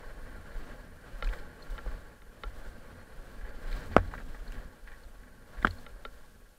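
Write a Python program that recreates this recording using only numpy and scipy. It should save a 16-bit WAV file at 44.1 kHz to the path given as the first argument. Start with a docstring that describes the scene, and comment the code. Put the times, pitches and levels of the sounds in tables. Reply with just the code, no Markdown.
"""Bicycle on a sandy, stony trail

A small sealed camera clamped to the bicycle hears almost everything through the frame.
Random grains and sudden blows ring the same set of frame modes; slow swings are the mount swaying in
deep throbs, and small parts clack and tick. Behind lie shaped noise, the hiss of the microphone,
and a thin whistle: a high tone that throbs on and off."""
import sys
import numpy as np
from scipy import signal
from scipy.fft import rfft, irfft, next_fast_len
from scipy.io import wavfile
from scipy.ndimage import uniform_filter1d

SR = 44100
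rng = np.random.default_rng(int(sys.argv[2]) if len(sys.argv) > 2 else 0)


def transcribe(u):
    """Save the signal u as a 16-bit wav file named by the first command-line argument.

    u: samples, shape (n,) or (channels, n), limited to [-1, 1]; the rate is SR.
    q: integer samples, one column per channel.
    """
    v = np.clip(np.atleast_2d(u).T, -1, 1)
    q = np.round(v * 32767).astype(np.int16)
    wavfile.write(sys.argv[1], SR, q)


N = 290398
TIME = np.arange(N) / SR  # seconds

# Modes, the pitches at which frame and mount ring: pitch_hz [Hz], fade_s [s to fall 60 dB],
# grit_db [dB, strength under grit], clack_db [dB, strength under a clack before its tilt and scatter],
# clack_rise_ms [ms that a clack needs to build the mode up]
FRAME = [(85.3, 0.34, -3, -38, 11), (151, 0.097, -10, -39, 9), (242.8, 0.065, -4.5, -4.5, 6),
         (425, 0.029, -1.5, 11, 4.4), (446, 0.016, 7.5, 9, 4.1), (606.5, 0.019, 1, 18, 2.7),
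         (834, 0.038, -3.5, 0.5, 4.1), (1120, 0.061, -5, 5, 1.5), (1368, 0.057, -3.5, 6, 1.1),
         (1600, 0.011, 3, -9, 2.5), (1995, 0.012, -3.5, 17.5, 0.66), (2161, 0.0097, -7.5, -18, 1.1),
         (2407, 0.024, -14, 4.5, 1), (3000, 0.02, -16.5, 9.5, 0.47), (3380, 0.046, -44.5, -22, 0.35),
         (3700, 0.026, -27.5, 13, 1), (4230, 0.025, -16.5, -5.5, .6), (4540, 0.085, -19, -10, .6),
         (5250, 0.018, -26, -9, .4), (7380, .01, -24.5, -32, .4)]


def gain_of(db):
    """Turns decibels into a factor."""
    return 10 ** (np.asarray(db) / 20)


def evened(x):
    """Scales a sound to an average strength (rms) of 1."""
    return x / np.sqrt(np.mean(x ** 2) + 1e-20)


def columns(rows):
    """Draws straight lines between the rows of a table: one value a sample for each column."""
    times_s, *values = np.transpose(rows)
    return [np.interp(TIME, times_s, column) for column in values]


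def add(mix, start_s, sound):
    """Mixes a sound in at start_s seconds."""
    part = mix[round(start_s * SR):][:len(sound)]
    part += sound[:len(part)]


def coloured(x, points):
    """Filters x along a curve of (Hz, dB) points, then scales it to rms 1."""
    point_hz, point_db = np.transpose(points)
    size = next_fast_len(len(x))
    hz = np.fft.rfftfreq(size, 1 / SR)
    curve_db = np.interp(np.log(hz + 1), np.log(point_hz + 1), point_db)
    return evened(irfft(rfft(x, size) * gain_of(curve_db), size)[:len(x)])


def drift(ms):
    """Smooth random wandering of rms 1 that changes in about ms milliseconds."""
    size = max(round(ms * SR / 1000), 1)
    smoothed = uniform_filter1d(rng.standard_normal(N), size)
    return evened(uniform_filter1d(smoothed, size))


def grains(spread_db, clumps_db):
    """Noise whose samples differ much in size and come in clumps."""
    size_db = spread_db * np.minimum(rng.exponential(1, N), 6)
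    return rng.standard_normal(N) * gain_of(size_db + clumps_db * drift(ms=17.5))


def ringing(levels_db, rise_ms):
    """The frame's answer to one tap: fading tones, neighbouring modes swinging in opposite sense."""
    t = TIME[:SR // 3, None]
    hz, fade_s = np.transpose(FRAME)[:2]
    swell = 1 - np.exp(-(t * 1000 / rise_ms) ** 2)
    fade = gain_of(levels_db - 60 * t / fade_s)
    signs = (-1.) ** np.arange(len(hz))
    return (fade * swell * np.sin(2 * np.pi * hz * t)) @ signs


def grit_ring(colour_db=0):
    """The frame's ring under grit: each mode gets its own power, however long it rings."""
    _, fade_s, grit_db, *_ = np.transpose(FRAME)
    return ringing(grit_db - 10 * np.log10(fade_s) + colour_db, 0.017)


def lowest_mode(rise_ms):
    """The ring of the deepest mode alone, scaled to a peak of 1."""
    is_first = np.arange(len(FRAME)) == 0
    ring = ringing(np.where(is_first, 0, -200), rise_ms)
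    return ring / abs(ring).max()


def rolling():
    """Dense grains under the tyres ring the frame; finer sand adds a swelling hiss; the mount rocks."""
    # Rolling over time: start_s [s], grit_db [dB, level of the ringing grit],
    # sand_db [dB, level of the sand hiss]
    roll_levels = [(0.0, -52.5, -70), (0.38, -55, -71.5), (0.7, -52, -68.5), (0.95, -58.5, -76),
                   (1.34, -50.5, -62), (1.5, -57, -76), (1.7, -53.5, -67), (1.96, -52, -68.5),
                   (2.23, -64, -75.5), (2.55, -54.5, -66.5), (2.9, -57, -74.5), (3.26, -56.5, -70),
                   (3.59, -54.5, -69), (3.72, -48.5, -59), (4.01, -53, -67.5), (4.2, -55.5, -68),
                   (4.47, -55.5, -68), (4.58, -53, -63), (4.72, -62, -73.5), (5.06, -61, -70.5),
                   (5.4, -63, -78), (5.64, -53, -64), (5.77, -57, -64), (5.92, -60, -74),
                   (6.17, -61.5, -67.5), (6.58, -67.5, -82.5)]
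    # Shudder of the deep modes: start_s [s], level_db [dB, before it wanders]
    shudder_levels = [(0, -56), (0.65, -63), (0.95, -61), (1.3, -56.5), (2.25, -61), (2.8, -59.5),
                      (3.5, -66), (4.0, -48.5), (4.4, -62), (5.05, -64.5), (5.3, -56.5), (5.75, -60),
                      (6.0, -63), (6.58, -73.5)]
    # Colour of the grit's broad, unringing part: pitch_hz [Hz], level_db [dB per Hz]
    grit_colour = [(59, -35.5), (100, 5), (524, -7), (736, -4.5), (839, -21.5), (1220, -6.5), (1560, -17),
                   (2650, -17.5), (9000, -37), (11700, -70), (19800, -120)]
    # Colour of the sand hiss: pitch_hz [Hz], level_db [dB per Hz]
    sand_colour = [(1500, -27), (3000, 3), (4500, 1.5), (6000, -3.5), (7700, -1.5), (10000, -6),
                   (16000, -6)]
    # Colour of the rocking: pitch_hz [Hz], level_db [dB per Hz]
    rocking_colour = [(5.9, -24.5), (10, 4), (30, -1.5), (54, -8), (70, -17), (91, -45), (150, -120)]

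    grit_db, sand_db = columns(roll_levels)
    # The rocking follows the grit: 0.82 dB for each dB away from the usual grit level
    usual_grit_db, usual_rocking_db, follows = -55, -46.5, 0.82
    rocking_db = usual_rocking_db + follows * (grit_db - usual_grit_db) + 2.35 * drift(ms=99.0)
    shudder_db = columns(shudder_levels)[0] + 4.2 * drift(ms=150.0)

    deep = np.transpose(FRAME)[0] < 300  # Hz
    high_ring = grit_ring(np.where(deep, -200, 0))
    deep_ring = grit_ring(np.where(deep, 0, -200))

    rung = evened(signal.oaconvolve(grains(0.99, 2.03), high_ring)[:N])
    broad = coloured(grains(0.56, 2.1), grit_colour)
    grit = gain_of(grit_db) * (rung + gain_of(-2.0) * broad)
    sand = coloured(grains(2.8, 1.85), sand_colour)
    rocking = coloured(rng.standard_normal(N), rocking_colour)
    shudder = evened(signal.oaconvolve(grains(0.43, 1.8), deep_ring)[:N])
    return grit + gain_of(sand_db) * sand + gain_of(rocking_db) * rocking + gain_of(shudder_db) * shudder


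def whistle():
    """A faint high tone, on and off at an even pace, its level wandering a little."""
    pitch_hz, throb_hz, level_db = 9525.4, 36.36, -81.5
    throb = np.cos(2 * np.pi * throb_hz * (TIME - .0026))
    gate = np.clip(.45 + 1.5 * throb, 0, 1)
    tone = gate * np.sin(2 * np.pi * pitch_hz * TIME)
    return gain_of(level_db + 1.5 * drift(ms=230.0)) * evened(tone)


def sway():
    """Each bump rocks the camera on its clamp: a swing or two, quickening as the clamp stiffens."""
    # Bumps: middle_s [s], level_db [dB, peak], pitch_hz [Hz at the middle of the swing]
    jolts = [(0.123, -40, 27.1), (0.573, -31, 31.4), (0.691, -41, 35.5), (1.152, -34.5, 32.2),
             (1.223, -38, 36.9), (1.277, -23.5, 35.7), (1.72, -28.5, 33.8), (1.877, -28.5, 41.2),
             (1.938, -32.5, 31.9), (2.474, -29.5, 37.7), (2.675, -33.4, 32.5), (3.189, -38, 25.4),
             (3.445, -35.5, 34.5), (3.563, -35, 28.6), (3.668, -30, 26.1), (3.735, -26.5, 33.8),
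             (3.995, -27, 40.3), (4.085, -33, 38.4), (4.168, -38, 32.6), (4.24, -34, 30),
             (4.329, -40, 25.7), (4.419, -33.5, 36.9), (4.5, -32.5, 30), (4.593, -34, 29.9),
             (4.659, -41, 33), (4.839, -40.5, 35), (4.93, -43, 27.6), (5.06, -43, 39.4),
             (5.591, -31.5, 38.2), (5.655, -29, 38.1), (5.707, -37, 38.7), (5.951, -39.5, 32.8)]
    swings, swings_per_db, usual_db = 1.0, 0.16, -31  # bumps above the usual level swing longer
    out = np.zeros(N + SR)
    t = TIME[:SR // 4] - 1 / 8  # seconds from the middle of the swing
    for middle_s, level_db, hz in jolts:
        width_ms = 1000 / hz * (swings + swings_per_db * max(level_db - usual_db, 0))  # at half height
        swing = np.cos(2 * np.pi * hz * t * (1 + 3.0 * np.clip(t, -.08, .08)))
        shape = np.exp(-np.log(4) * (t * 1000 / width_ms) ** 2 * 2)
        add(out, middle_s, gain_of(level_db) * shape * swing)
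    return out[SR // 8:][:N]  # puts each middle at its own time


def scuffs():
    """Short runs of uneven coarse grains, quick to start and slower to end, scrape and ring the frame."""
    # Scuffs: start_s [s], level_db [dB, rms before the rise and fade], pitch_hz [Hz, middle of the band],
    # fade_ms [ms, how long the fade takes to reach about a third]
    scuff_list = [(.255, -56, 1500, 17), (1.24, -48, 4200, 18), (1.327, -44.5, 1600, 25),
                  (1.385, -48.5, 4220, 12), (1.784, -45, 1500, 7.4), (3.41, -52.5, 1390, 25),
                  (3.44, -54, 1600, 69), (3.671, -52.5, 3220, 30), (3.71, -50.5, 3600, 60),
                  (3.764, -54.5, 4520, 60), (3.914, -49, 2400, 46), (3.968, -31.5, 950, 20),
                  (3.984, -47, 1100, 11), (4.112, -45, 1700, 8), (4.14, -39.5, 1180, 14.6),
                  (4.176, -42, 1650, 17), (4.345, -44.5, 1240, 18), (4.523, -52.5, 2760, 35),
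                  (4.56, -58, 1600, 63), (4.869, -49, 2100, 27), (4.913, -52, 1820, 39),
                  (5.23, -57.5, 1600, 18), (5.569, -52, 2240, 12), (5.58, -46, 1600, 9.2),
                  (5.616, -50, 2200, 16), (5.628, -45, 2000, 6.3), (5.652, -37.5, 1500, 12),
                  (5.67, -28.5, 3380, 5.5)]
    octaves = 1.53  # distance from the middle at which ringing is 12 dB and scraping 30 dB weaker
    out, t, modes_hz = np.zeros(N), TIME[:5000], np.transpose(FRAME)[0]
    size = gain_of(6.0 * np.minimum(rng.exponential(1, (len(scuff_list), len(t))), 6))
    coarse_grains = size * rng.standard_normal(size.shape)
    for (start_s, level_db, hz, fade_ms), grit in zip(scuff_list, coarse_grains):
        u = t * 1000 / fade_ms
        shape = np.minimum(u / 0.073, 1) * np.exp(-u ** 1.2)
        band_db = -12 * (np.log2(modes_hz / hz) / octaves) ** 2
        rung = evened(signal.fftconvolve(grit, grit_ring(band_db))[:len(t)])
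        band = [(hz / 2 ** octaves, -30), (hz, 0), (hz * 2 ** octaves, -30), (20000, -60)]
        scrape = coloured(grit, band)
        add(out, start_s, gain_of(level_db) * shape * evened(rung + 0.37 * scrape))
    return out


def clacks():
    """A loose part hits the frame: high modes answer first; the place of the blow favours every other one."""
    # Clacks: start_s [s], level_db [dB, peak of the first hit], place [-1..1, where the blow lands]
    clack_list = [(1.224, -24.5, 0.35), (1.779, -34, .37), (2.219, -46, 0.37), (2.435, -27.5, 0.19),
                  (5.864, -36.5, 0.24), (6.0505, -27.5, 0.26)]
    tilt_db, scatter_db = -2.5, 2  # dB per octave; random dB, different for each mode and clack
    out = np.zeros(N)
    hz, _, _, clack_db, rise_ms = np.transpose(FRAME)
    scatter = scatter_db * rng.standard_normal((len(clack_list), len(hz)))
    for (start_s, level_db, place), chance_db in zip(clack_list, scatter):
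        favour_db = 7.4 * place * (-1.) ** np.arange(len(hz)) + chance_db
        modes_db = clack_db + favour_db + tilt_db * np.log2(hz / 1400)
        ring = ringing(modes_db, np.maximum(rise_ms, .1))
        ring = ring / abs(ring).max()
        add(out, start_s, gain_of(level_db) * ring)
        add(out, start_s + 0.0023, gain_of(level_db - 7.0) * ring)  # the part bounces once
    return out


def knocks():
    """Blows are short dead swings on two pitches with a crack on top; heavy ones also wake the low modes."""
    # Knocks: start_s [s], level_db [dB, top of the lower pitch's swell], low_hz [Hz], high_hz [Hz],
    # high_db [dB, upper pitch against lower], rise_ms [ms], crack_db [dB, crack noise before its shape]
    knock_list = [(1.272, -36.5, 1600, 2470, -4, 2.4, -52), (1.289, -38, 2200, 3000, -2, 0.83, -60),
                  (1.295, -38.5, 1700, 3600, -5, 0.57, -60), (1.336, -42, 1800, 3550, -8, 1.6, -60),
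                  (1.86, -38.5, 470, 1160, -16, 5.1, -64), (3.728, -38.5, 2190, 4200, -1, 1.2, -61),
                  (3.9646, -3, 557, 1269, -2.5, 1.8, -46.5), (3.966, -21.5, 1710, 2310, -19, 2, -60),
                  (3.97, -29, 494, 1280, 12, 1.3, -60), (3.977, -33, 890, 1890, -14, 3.2, -60),
                  (4.137, -31.5, 990, 1510, -2, 2, -62), (4.201, -40.5, 1480, 4000, -21, 1.9, -60),
                  (4.521, -48, 1750, 2860, 1, 1.7, -47), (4.876, -39, 1800, 2770, -10, 0.59, -60),
                  (5.626, -34, 1970, 3630, -10, 1.7, -63), (5.6468, -7, 1404, 3100, -26.5, 1.82, -49.5),
                  (5.6513, -19, 1430, 3330, -12.5, 0.83, -41), (5.657, -29, 1350, 3300, -14, 0.22, -53),
                  (5.6706, -20.5, 1760, 3070, -8.5, 0.98, -47.5)]
    # Heavy blows: start_s [s], body_db [dB, peak of the low ring], thud_db [dB, peak of the deepest mode]
    thumps = [(1.861, -38.5, -64), (3.912, -39, -34.5), (3.9646, -12, -27), (4.137, -50, -45),
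              (4.201, -42.5, -53), (5.627, -37.5, -41.5), (5.6475, -17, -55), (5.657, -29, -47),
              (5.6701, -28, -35)]
    out, t, modes_hz = np.zeros(N), TIME[:900], np.transpose(FRAME)[0]

    body = ringing(-5. * np.log2(modes_hz / 350) ** 2, 0.94)  # strongest near 350 Hz
    body = body * gain_of(-60 * TIME[:SR // 3] / 0.045)  # damped by the load
    body = body / abs(body).max()
    thud = lowest_mode(6.0)

    noise = rng.standard_normal((len(knock_list), len(t)))
    cracks = signal.lfilter([.4], [1, -.6], noise)  # weaker in the top
    for (start_s, level_db, low_hz, high_hz, high_db, rise_ms, crack_db), crack in zip(knock_list, cracks):
        u = t * 1000 / max(rise_ms, .2)
        low = np.sin(2 * np.pi * low_hz * t)
        high = gain_of(high_db) * np.sin(2 * np.pi * high_hz * t)
        swell = (u * np.exp(.5 - u ** 2 / 2)) ** 2.35
        add(out, start_s, gain_of(level_db) * swell * (low + high))
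        add(out, start_s, gain_of(crack_db) * u * np.exp(1 - 1.5 * u) * evened(crack))
    for start_s, body_db, thud_db in thumps:
        add(out, start_s, -gain_of(body_db) * body + gain_of(thud_db) * thud)
    return out


def ticks():
    """A small loose part makes tiny rough pings that swell and fade."""
    # Ticks: start_s [s], level_db [dB, top of the swell before the flutter], length_ms [ms]
    tick_list = [(1.62, -51.5, 18), (3.927, -51, 7), (4.0744, -57, 9), (4.4762, -53.5, 11),
                 (5.032, -60.5, 16), (5.7074, -44.5, 6.2), (5.7834, -53, 8)]
    usual_hz, spread = 4270, 0.017  # spread is a share of the pitch
    out, t = np.zeros(N), TIME[:1000]
    noise = rng.standard_normal((len(tick_list), len(t)))
    flutters = evened(uniform_filter1d(noise, size=40, axis=1))
    pitches = usual_hz * (1 + spread * rng.standard_normal(len(tick_list)))
    for (start_s, level_db, length_ms), hz, flutter in zip(tick_list, pitches, flutters):
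        shape = np.sin(np.pi * np.minimum(t * 1000 / length_ms, 1) ** 0.74) ** 2
        ping = (1 + 0.5 * flutter) * np.sin(2 * np.pi * hz * t)
        add(out, start_s, gain_of(level_db) * shape * ping)
    return out


def scene():
    """Everything that shakes the camera, and the whistle, in one channel."""
    mix = rolling() + whistle() + sway() + scuffs() + clacks() + knocks() + ticks()
    return mix[None]


def record(dry):
    """The microphone adds hiss, a hard ceiling flattens whatever exceeds it, and the top band is cut off."""
    # Colour of the microphone hiss: pitch_hz [Hz], level_db [dB per Hz]
    hiss_colour = [(1470, -42), (2500, -3.5), (3890, -9), (4210, -7), (13700, -7), (15200, -13.5),
                   (16000, -26)]
    hiss_db, ceiling, edge_hz = -71.5, .708, 15750  # the ceiling is a share of full scale
    hiss = coloured(rng.standard_normal(N), hiss_colour)
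    wet = np.clip(dry + gain_of(hiss_db) * hiss, -ceiling, ceiling)
    low_pass = signal.firwin(511, edge_hz, window=("kaiser", 9), fs=SR)
    return signal.oaconvolve(wet, low_pass[None], "same")


dry = scene()
out = record(dry)
transcribe(out)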